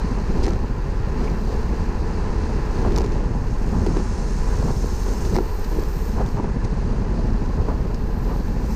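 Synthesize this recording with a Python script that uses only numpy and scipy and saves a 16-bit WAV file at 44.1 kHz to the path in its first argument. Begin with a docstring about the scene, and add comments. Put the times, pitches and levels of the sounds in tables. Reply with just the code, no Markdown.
"""Riding in a bunch of road cyclists

A camera in a plastic case rides on a bicycle. The frame shudders, eddies buffet the case, rough
asphalt drums through the mount and cracks make it knock and rattle. Around it tyres roar, chains
hiss and freewheels sizzle as riders coast; grit pings off a spoke and a brake squeaks once."""
import sys
import numpy as np
from scipy import signal
from scipy.fft import rfft, irfft
from scipy.io import wavfile
from scipy.ndimage import uniform_filter1d, minimum_filter1d, map_coordinates

SR = 44100
rng = np.random.default_rng(int(sys.argv[2]) if len(sys.argv) > 2 else 0)


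def int16_out(signal):
    """Quantize to a 16-bit WAV file."""
    q = np.round(np.clip(np.atleast_2d(signal).T, -1, 1) * 32767)
    wavfile.write(sys.argv[1], SR, q.astype(np.int16))


N = 385875

# Spectrum of the shaking frame. Each row: frequency in Hz, relative level in dB.
SHUDDER_SPECTRUM = [(8, -16.5), (20, -1.5), (28, -4), (36, 3.5), (43, -0.5), (51, -2.5), (63, -6.5),
                    (90, -15.5), (200, -92), (2000, -140)]
# Spells of harder or softer shaking. Each row: middle in seconds, length in seconds, change in dB.
SHAKE_SPELLS = [(0.42, 0.35, 1.5), (0.75, 0.4, -1), (1.25, 0.35, -1), (1.75, 0.4, 1), (2.12, 0.42, -1),
                (3.62, 0.22, 2), (4.45, 0.3, 3.5), (4.9, 0.35, 1), (6.45, 0.3, -1.5), (7.33, 0.15, 3.5)]

def shudder(rough_db):
    """Forced vibration: the road shakes frame and mount at a few dozen cycles a second."""
    level_db = -22 + 0.33 * rough_db + swells(SHAKE_SPELLS)
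    return undb(level_db) * steady(colour(noise(), SHUDDER_SPECTRUM), seconds=0.087)


# Spectrum of the buffeting. Each row: frequency in Hz, relative level in dB.
BUFFET_SPECTRUM = [(35, -39), (70, -1.5), (115, -3.5), (165, -5), (210, -4.5), (255, -9), (300, -17),
                   (500, -22), (1000, -29.5), (3000, -66), (10000, -100)]
# Gusts and slipstream lulls. Each row: middle in seconds, length in seconds, change in dB.
GUSTS = [(0.95, 0.6, -3.5), (2.87, 0.33, 5), (3.8, 0.35, 5.5), (4.67, 0.22, 5.5), (5.02, 0.37, -5.5),
         (5.35, 0.047, 9), (5.56, 0.35, -12.5), (5.94, 0.43, -5.5), (6.33, 0.28, 1.5), (6.7, 0.49, 1),
         (7.25, 1, 3), (7.6, 0.078, 5.5)]
# The wind's bass as riders ahead shift. Each row: middle in seconds, length in seconds, change in dB.
BASS_SPELLS = [(1.1, 0.97, 4), (2.0, 1.5, -2), (3.3, 0.77, 2.5), (4.7, 0.6, 1.5), (6.4, 1.3, 3)]

def wind():
    """Turbulence: eddies hit the case in quick, uneven puffs, and larger ones deepen the buffeting."""
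    level_db = -27.5 + swells(GUSTS) + walk(8)
    puffs = noise() * undb(3.3 * walk(41))
    buffet = steady(colour(puffs, BUFFET_SPECTRUM), seconds=0.09)
    bass = signal.sosfiltfilt(signal.butter(2, 132, fs=SR, output="sos"), buffet)
    return undb(level_db) * (buffet + (undb(swells(BASS_SPELLS)) - 1) * bass)


# Modes of case and mount. Each row: frequency in Hz, 60 dB decay time in seconds, relative level in dB.
CASE_MODES = [(261, 0.069, -7), (326, 0.053, 0), (376, 0.072, -0.5), (411, 0.094, -3.5), (461, 0.037, 0.5),
              (550, 0.067, -15.5), (661, 0.017, -7), (788, 0.014, -7), (853, 0.017, -18),
              (955, 0.023, -9.5), (1364, 0.038, -23.5), (1690, 0.025, -25), (2520, 0.0068, -31)]
# Response of the soft rubber contact. Each row: frequency in Hz, relative level in dB.
RUBBER_RESPONSE = [(2000, -8), (3200, -3), (6000, -19), (12000, -45)]

def road(rough_db):
    """Resonance under random impacts: grit drums on the case, and the flexing mount bends its pitch."""
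    grains_per_s, flex = 1500, .035
    grit = noise() * (rng.random(N) < grains_per_s / SR) * undb(2.0 * walk(30))
    ringing = signal.fftconvolve(grit, modal_ring(CASE_MODES, scatter=0))[:N]
    drumming = colour(ringing, RUBBER_RESPONSE)
    pitch_ratio = 1 + flex * walk(9)
    bent = map_coordinates(drumming, [np.cumsum(pitch_ratio)], mode="mirror")
    return undb(-37 + rough_db) * steady(bent, seconds=0.036)


# Jolts from cracks. Each row: start in seconds, level in dB, upper modes relative to that in dB.
JOLTS = [(0.455, -16.5, -12), (0.467, -16, -10), (0.478, -16.5, -4), (0.494, -16, -18), (0.534, -17, -9),
         (2.849, -18, 2), (2.908, -15.5, -11), (2.961, -16, -13), (2.977, -14.5, -2), (2.984, -10, -4),
         (3.005, -14, -7), (3.043, -18, -2), (3.156, -23, -4), (3.864, -14, -3), (3.872, -16, -10),
         (3.969, -14, -6), (4.626, -23, 3), (4.704, -20, -3), (4.841, -19, -7), (5.356, -18, 1),
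         (5.364, -12.5, -4), (5.386, -11.5, -3), (5.403, -16, -14), (5.784, -16, -12), (6.207, -19, -2),
         (6.371, -17.5, -3), (6.4, -17.5, -4), (6.443, -19.5, -1), (7.686, -18, -2)]

def knocks():
    """Impulse response: a jolt excites the low modes of the mount and the upper modes of the case."""
    out = np.zeros(N)
    split_hz, rubber_rise_s = 650, .0015
    mount = [mode for mode in CASE_MODES if mode[0] < split_hz]
    shell = [mode for mode in CASE_MODES if mode[0] >= split_hz]
    for start, db, upper_db in JOLTS:
        thud, ring = modal_ring(mount, scatter=0.88), modal_ring(shell, scatter=0.74)
        give = 1 - np.exp(-np.arange(len(thud)) / SR / rubber_rise_s)
        add(out, start, undb(db) * (give * thud + undb(upper_db) * ring))
    return out


# Loudness of the group. Each row: time in seconds, relative tyre and chain levels in dB.
BUNCH_LEVELS = [(0, -39.5, -47.5), (0.3, -41, -48.5), (0.7, -42.5, -52), (1.4, -41, -49), (2.8, -40, -48.5),
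                (3.3, -43, -53.5), (4.2, -41.5, -47.5), (5.2, -43, -47.5), (6.5, -43, -51.5),
                (7.2, -44, -50.5), (8, -45, -52.5), (8.75, -43.5, -49)]
# Spectra of the tyres and the chains. Each row: frequency in Hz, relative level in dB.
TYRE_SPECTRUM = [(200, -43), (430, 18.5), (640, -2.5), (780, 7.5), (860, 13), (925, 7), (995, 13),
                 (1060, 8.5), (1140, 3.5), (1500, 2), (1700, 3.5), (2150, -5.5), (2700, -5.5), (3100, -16),
                 (4500, -25), (9000, -64)]
CHAIN_SPECTRUM = [(2000, -6), (3500, -8), (4100, 1), (4600, 1.5), (5500, -2.5), (6400, -2.5), (7600, -10),
                  (9000, -13.5), (11200, -25), (15000, -41)]
# Swells and dips of the roar. Each row: middle in seconds, length in seconds, change in dB.
TYRE_SWELLS = [(0.75, 0.33, -0.5), (1.2, 0.36, 1), (1.46, 0.17, -3.5), (2.02, 0.1, -2), (2.25, 0.3, 0),
               (4.3, 0.25, -1.5), (4.55, 0.23, 1.5), (4.8, 0.19, -3.5), (5.15, 0.25, 1.5), (5.95, 0.25, 0),
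               (7.35, 0.35, 1), (8.3, 0.25, -0.5), (8.6, 0.28, 0)]

def bunch(rough_db):
    """Rolling noise: tyres roar and pedal strokes modulate the chains' hiss; rough road lifts both."""
    tyre_gain, chain_gain = gains(BUNCH_LEVELS)
    tyres = colour(noise(), TYRE_SPECTRUM)
    tyres *= undb(0.32 * walk(43) + 0.054 * rough_db + swells(TYRE_SWELLS))
    strokes = np.cumsum(2.8 * (1 + .1 * walk(1))) / SR
    pedal_db = .45 * np.sin(2 * np.pi * strokes) + .4 * walk(14)
    grain = noise() * undb(1.24 * walk(320))
    chains = colour(grain, CHAIN_SPECTRUM) * undb(pedal_db + 0.27 * rough_db)
    return undb(4.5) * tyre_gain * tyres + undb(-1.25) * chain_gain * chains


# The hardest eddies. Each row: middle in seconds, length in seconds, level in dB.
EDDIES = [(2.87, .06, -28), (4.69, .09, -32), (6.2, .12, -31), (6.211, .035, -28), (6.386, .04, -28),
          (6.402, .016, -26), (7.702, .11, -31), (8.32, .12, -34)]
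# Spectrum of their bursts. Each row: frequency in Hz, relative level in dB.
SLAP_SPECTRUM = [(80, -10), (200, -3), (400, -3), (600, -4), (900, -1), (1200, -10), (1600, -19),
                 (2400, -34), (6000, -60)]

def slaps():
    """Pressure transients: eddies strike the case head-on, brief and brighter than the buffeting."""
    out = np.zeros(N)
    air = steady(colour(noise(), SLAP_SPECTRUM), seconds=.01)
    for middle, length, db in EDDIES:
        first = int((middle - length / 2) * SR)
        arch = np.hanning(int(length * SR))
        add(out, first / SR, undb(db) * arch * air[first:first + len(arch)])
    return out


# The hardest ticks. Each row: start in seconds, then relative level, treble snap and low clack in dB.
HARD_TICKS = [(0.4556, -19, -26, 2), (0.4648, -18, -22, 3), (0.4806, -19, -29, 8), (0.487, -27, -21, 0),
              (0.492, -28, -21, 4), (0.5062, -25, -30, 5), (0.52, -31, -26, 6), (0.5335, -25, -30, 9),
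              (2.9206, -28, -23, 0), (2.9612, -15, -29, -9), (2.965, -23, -30, 5), (2.977, -17.5, -9, 0),
              (2.9836, -13.5, -29, 0), (2.9985, -27, -21, -4), (3.0069, -24, -27, -4),
              (3.017, -23.5, -20, -2), (3.0395, -29, -26, -4), (3.0448, -25, -27, 5), (3.0619, -27, -28, 0),
              (3.1206, -28.5, -25, -3), (3.8644, -22, -19, 2), (3.8705, -24, -28, 8), (3.97, -26, -24, -4),
              (5.2505, -25, -22, 0), (5.2535, -27, -28, 8), (5.3428, -25, -24, 0), (5.3566, -19.5, -8, 8),
              (5.3639, -13, -27, 4), (5.386, -22.5, -28, 4), (5.7955, -28, -26, -6), (5.836, -27, -24, -6),
              (6.262, -27.5, -20, -6), (6.288, -29, -24, -6)]
# Spectra of a tick's body and its snap. Each row: frequency in Hz, relative level in dB.
TICK_SPECTRUM = [(800, -26), (2000, 10), (3300, -1.5), (4400, 7), (5300, 8), (6500, 1), (8000, -6),
                 (11000, -20), (15000, -34)]
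SNAP_SPECTRUM = [(2000, -20), (6000, -4), (9000, -1), (12000, 0), (16000, -3)]
# Scrapes of loose parts. Each row: start in seconds, length in seconds, level in dB.
SCRAPES = [(0.423, 0.036, -35.5), (1.229, 0.033, -45), (5.342, 0.015, -37), (5.371, 0.011, -41),
           (5.634, 0.026, -42.5), (6.638, 0.023, -41)]

def rattles(rough_db):
    """Inelastic impact and friction: loose joints tick, rebound twice with loss, and scrape."""
    out = np.zeros(N)
    clack_below_hz, rebound_gap_s, rebound_db = 3000, .005, -14
    t = np.arange(SR // 40) / SR
    # the snap dies at once, the body rings on for a few milliseconds
    contact = np.exp(-((t - .001) / .0004) ** 2)
    ringing = (1 - np.exp(-t / .0008)) ** 2 * (np.exp(-t / .0008) + .02 * np.exp(-t / .005))
    ringing /= ringing.max()
    for start, db, snap_db, clack_db in list(HARD_TICKS) + chatter(rough_db):
        spectrum = [(hz, level + clack_db * (hz < clack_below_hz)) for hz, level in TICK_SPECTRUM]
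        body = burst(t, spectrum) * ringing
        snap = undb(snap_db + 7) * burst(t, SNAP_SPECTRUM) * contact
        add(out, start, undb(db - 11) * (body + snap))
        delays = np.cumsum(rebound_gap_s * rng.uniform(.5, 1.5, 2))
        for k, delay in enumerate(delays, 1):
            add(out, start + delay, undb(db - 13 + k * rebound_db) * burst(t, TICK_SPECTRUM) * ringing)
    for start, length, db in SCRAPES:
        arch = np.hanning(int(length * SR))
        add(out, start, undb(db) * arch * burst(arch, TICK_SPECTRUM))
    return out


def chatter(rough_db):
    """A Poisson process: rows of lesser ticks, which come more often the rougher the road."""
    ticks_per_s = 1.5 * rough_db
    onsets = np.flatnonzero(rng.random(N) < ticks_per_s / SR)
    return [(i / SR, -35.5 + 2 * size, -27, 0) for i, size in zip(onsets, noise()[onsets])]


# Loudness of the coasting hubs and of one close hub. 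Each row: time in seconds, relative level in dB.
COAST_LEVELS = [(0.05, -72), (0.36, -68), (0.97, -72), (1.43, -64), (2.28, -74), (2.96, -65), (3.2, -75),
                (3.71, -65), (4.0, -74), (4.5, -63), (4.89, -57), (6.08, -52.5), (6.2, -65), (6.32, -62),
                (6.45, -80.5), (7.97, -64.5), (8.36, -57.5), (8.58, -64), (8.75, -54)]
CLOSE_LEVELS = [(0, -71), (3.4, -58), (4.0, -49), (5.3, -46), (5.4, -59), (6.1, -53), (6.4, -60),
                (8.3, -80), (8.75, -50)]
# Spectra of the blurred hubs and the close pawls. Each row: frequency in Hz, relative level in dB.
SIZZLE_SPECTRUM = [(5000, -24), (8500, -14), (10000, -21), (11300, -32), (12000, -11.5), (12700, -8.5),
                   (14000, -9), (15300, -14.5)]
PAWL_SPECTRUM = [(3000, -12), (4400, -6), (5130, -1.5), (5560, 1), (6350, 1.5), (7800, -3), (8500, -9),
                 (9050, -5), (10000, -13.5), (11000, -22), (15000, -33)]
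# Resonances of the hub shell. Each row: frequency in Hz, bandwidth in Hz, relative level in dB.
HUB_MODES = [(5332, 45, 0), (6330, 260, 0)]

def freewheels():
    """Superposed pulse trains: hubs blur into a sizzle; a close one buzzes and its shell resonates."""
    hubs = pawls(rate_hz=151, decay_teeth=.6, scatter_db=2.0)
    hubs += pawls(rate_hz=228, decay_teeth=.7, scatter_db=2.0)
    close = pawls(rate_hz=280, decay_teeth=4.0, scatter_db=1.5)
    shell = sum(undb(db) * unit(signal.lfilter(*signal.iirpeak(hz, hz / width, SR), close))
                for hz, width, db in HUB_MODES)
    sizzle = colour(hubs, SIZZLE_SPECTRUM)
    buzz = colour(close, PAWL_SPECTRUM) + .4 * unit(shell)
    return undb(1.5) * gains(COAST_LEVELS)[0] * sizzle + undb(-1) * gains(CLOSE_LEVELS)[0] * buzz


def pawls(rate_hz, decay_teeth, scatter_db):
    """Repeated impact: pawls drop over ratchet teeth, with an uneven spray of noise at each."""
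    teeth = np.cumsum(rate_hz * (1 + 0.12 * walk(28))) / SR
    return noise() * np.exp(-(teeth % 1) / decay_teeth) * undb(scatter_db * walk(200))


# Strikes on a spoke. Each row: start in seconds, peak level in dB.
SPOKE_STRIKES = [(7.9455, -26), (7.952, -38)]
# Modes of the spoke. Each row: frequency in Hz, 60 dB decay time in seconds, relative level in dB.
SPOKE_MODES = [(4441, .016, -4), (5055, .014, 0), (5460, .012, -2), (5850, .01, -3), (6368, .012, -4)]

def pings():
    """Free vibration: a spoke rings when grit flung from a tyre strikes it."""
    out = np.zeros(N)
    for start, db in SPOKE_STRIKES:
        add(out, start, undb(db) * modal_ring(SPOKE_MODES, scatter=.3))
    return out


def squeak():
    """Friction-driven vibration: a brake pad touches a rim in one rough, falling chirp."""
    out = np.zeros(N)
    start_s, length_s, pitch_hz, fall_hz_per_s = 1.267, .023, 2480, 14000
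    t = np.arange(int(length_s * SR)) / SR
    hz = (pitch_hz - fall_hz_per_s * t) * (1 + .11 * walk(500)[:len(t)])
    chirp = np.sin(2 * np.pi * np.cumsum(hz) / SR)
    add(out, start_s, undb(-37) * np.hanning(len(t)) * chirp)
    return out


def modal_ring(modes, scatter):
    """Modal superposition: damped sines, with level, tuning and sign scattered at each blow; peak 1."""
    t = np.arange(SR // 8) / SR
    chance = rng.standard_normal((len(modes), 3)) * scatter * [2, .02, 2]
    ring = np.zeros(len(t))
    for (hz, t60, db), (extra_db, detune, push) in zip(modes, chance):
        amplitude = np.sign(1 + push) * undb(db + extra_db)
        ring += amplitude * np.sin(2 * np.pi * hz * (1 + detune) * t) * np.exp(-np.log(1000) * t / t60)
    return ring / np.abs(ring).max()


def burst(t, spectrum):
    """Coloured noise of even strength, as long as t."""
    return steady(colour(rng.standard_normal(len(t)), spectrum), seconds=.001)


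def swells(table):
    """Level change in dB: a sum of cosine arches, one for each row of middle, length and height."""
    t = np.arange(N) / SR
    return sum(db * np.cos(np.pi * np.clip((t - middle) / length, -.5, .5))
               for middle, length, db in table)


def gains(table):
    """Interpolation in time: one gain curve for each dB column of a table."""
    times, *columns = np.transpose(table)
    return [undb(np.interp(np.arange(N) / SR, times, db)) for db in columns]


def colour(x, spectrum):
    """Spectral shaping by points of frequency and level; rms 1."""
    hz, db = np.transpose(spectrum)
    bins = np.maximum(np.fft.rfftfreq(len(x), 1 / SR), 1)
    response = undb(np.interp(np.log(bins), np.log(hz), db))
    return unit(irfft(rfft(x) * response, len(x)))


def walk(bandwidth_hz):
    """Low-passed noise: a smooth random wander of rms 1."""
    response = np.exp(-(np.fft.rfftfreq(N, 1 / SR) / bandwidth_hz) ** 2)
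    return unit(irfft(rfft(noise()) * response, N))


def steady(x, seconds):
    """Division by the running rms takes out swells slower than the given time."""
    return x / np.sqrt(uniform_filter1d(x ** 2, int(seconds * SR)) + 1e-9)


def noise():
    """White noise."""
    return rng.standard_normal(N)


def undb(db):
    """Decibels to gain."""
    return 10 ** (np.asarray(db) / 20)


def unit(x):
    """Scale to rms 1."""
    return x / np.sqrt(np.mean(x ** 2))


def add(out, start_s, sound):
    """Mix a sound in at a time."""
    i = int(start_s * SR)
    out[i:i + len(sound)] += sound[:max(N - i, 0)]


# Patches of asphalt. Each row: middle in seconds, length in seconds, change of the drumming in dB.
ROAD_PATCHES = [(0.43, 0.35, 10), (1.24, 0.26, 7.5), (1.54, 0.21, 5.5), (2.33, 0.97, 4), (2.92, 0.47, 10.5),
                (3.19, 0.25, 6.5), (3.82, 0.44, 4.5), (3.98, 0.087, 10), (4.65, 0.64, 2.5), (5.09, 0.1, 8),
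                (5.3, 0.23, 7), (5.78, 0.18, 7), (6.2, 0.11, 5.5), (6.4, 0.078, -5), (7.1, 0.98, 3.5),
                (7.69, 0.25, 4), (8.3, 0.21, 5.5)]

def scene():
    """Superposition at one microphone; the road's roughness drives the bike, the bunch and rattles."""
    rough_db = swells(ROAD_PATCHES)
    bed = shudder(rough_db) + road(rough_db) + wind() + bunch(rough_db) + freewheels()
    events = knocks() + slaps() + pings() + squeak() + rattles(rough_db)
    return (bed + events)[None]


def record(dry):
    """Peak limiting: the camera holds down the loudest jolts, lets go slowly and cuts the top."""
    ceiling, look_ahead, release_db_per_s, top_hz = .41, int(0.0022 * SR), 45, 15400
    over_db = 20 * np.log10(np.maximum(np.abs(dry) / ceiling, 1))
    release = release_db_per_s * np.arange(N) / SR
    needed = undb(release - np.maximum.accumulate(over_db + release, axis=1))
    gain = uniform_filter1d(minimum_filter1d(needed, look_ahead), look_ahead)
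    return signal.sosfilt(signal.ellip(10, .2, 80, top_hz, fs=SR, output="sos"), dry * gain)


dry = scene()
out = record(dry)
int16_out(out)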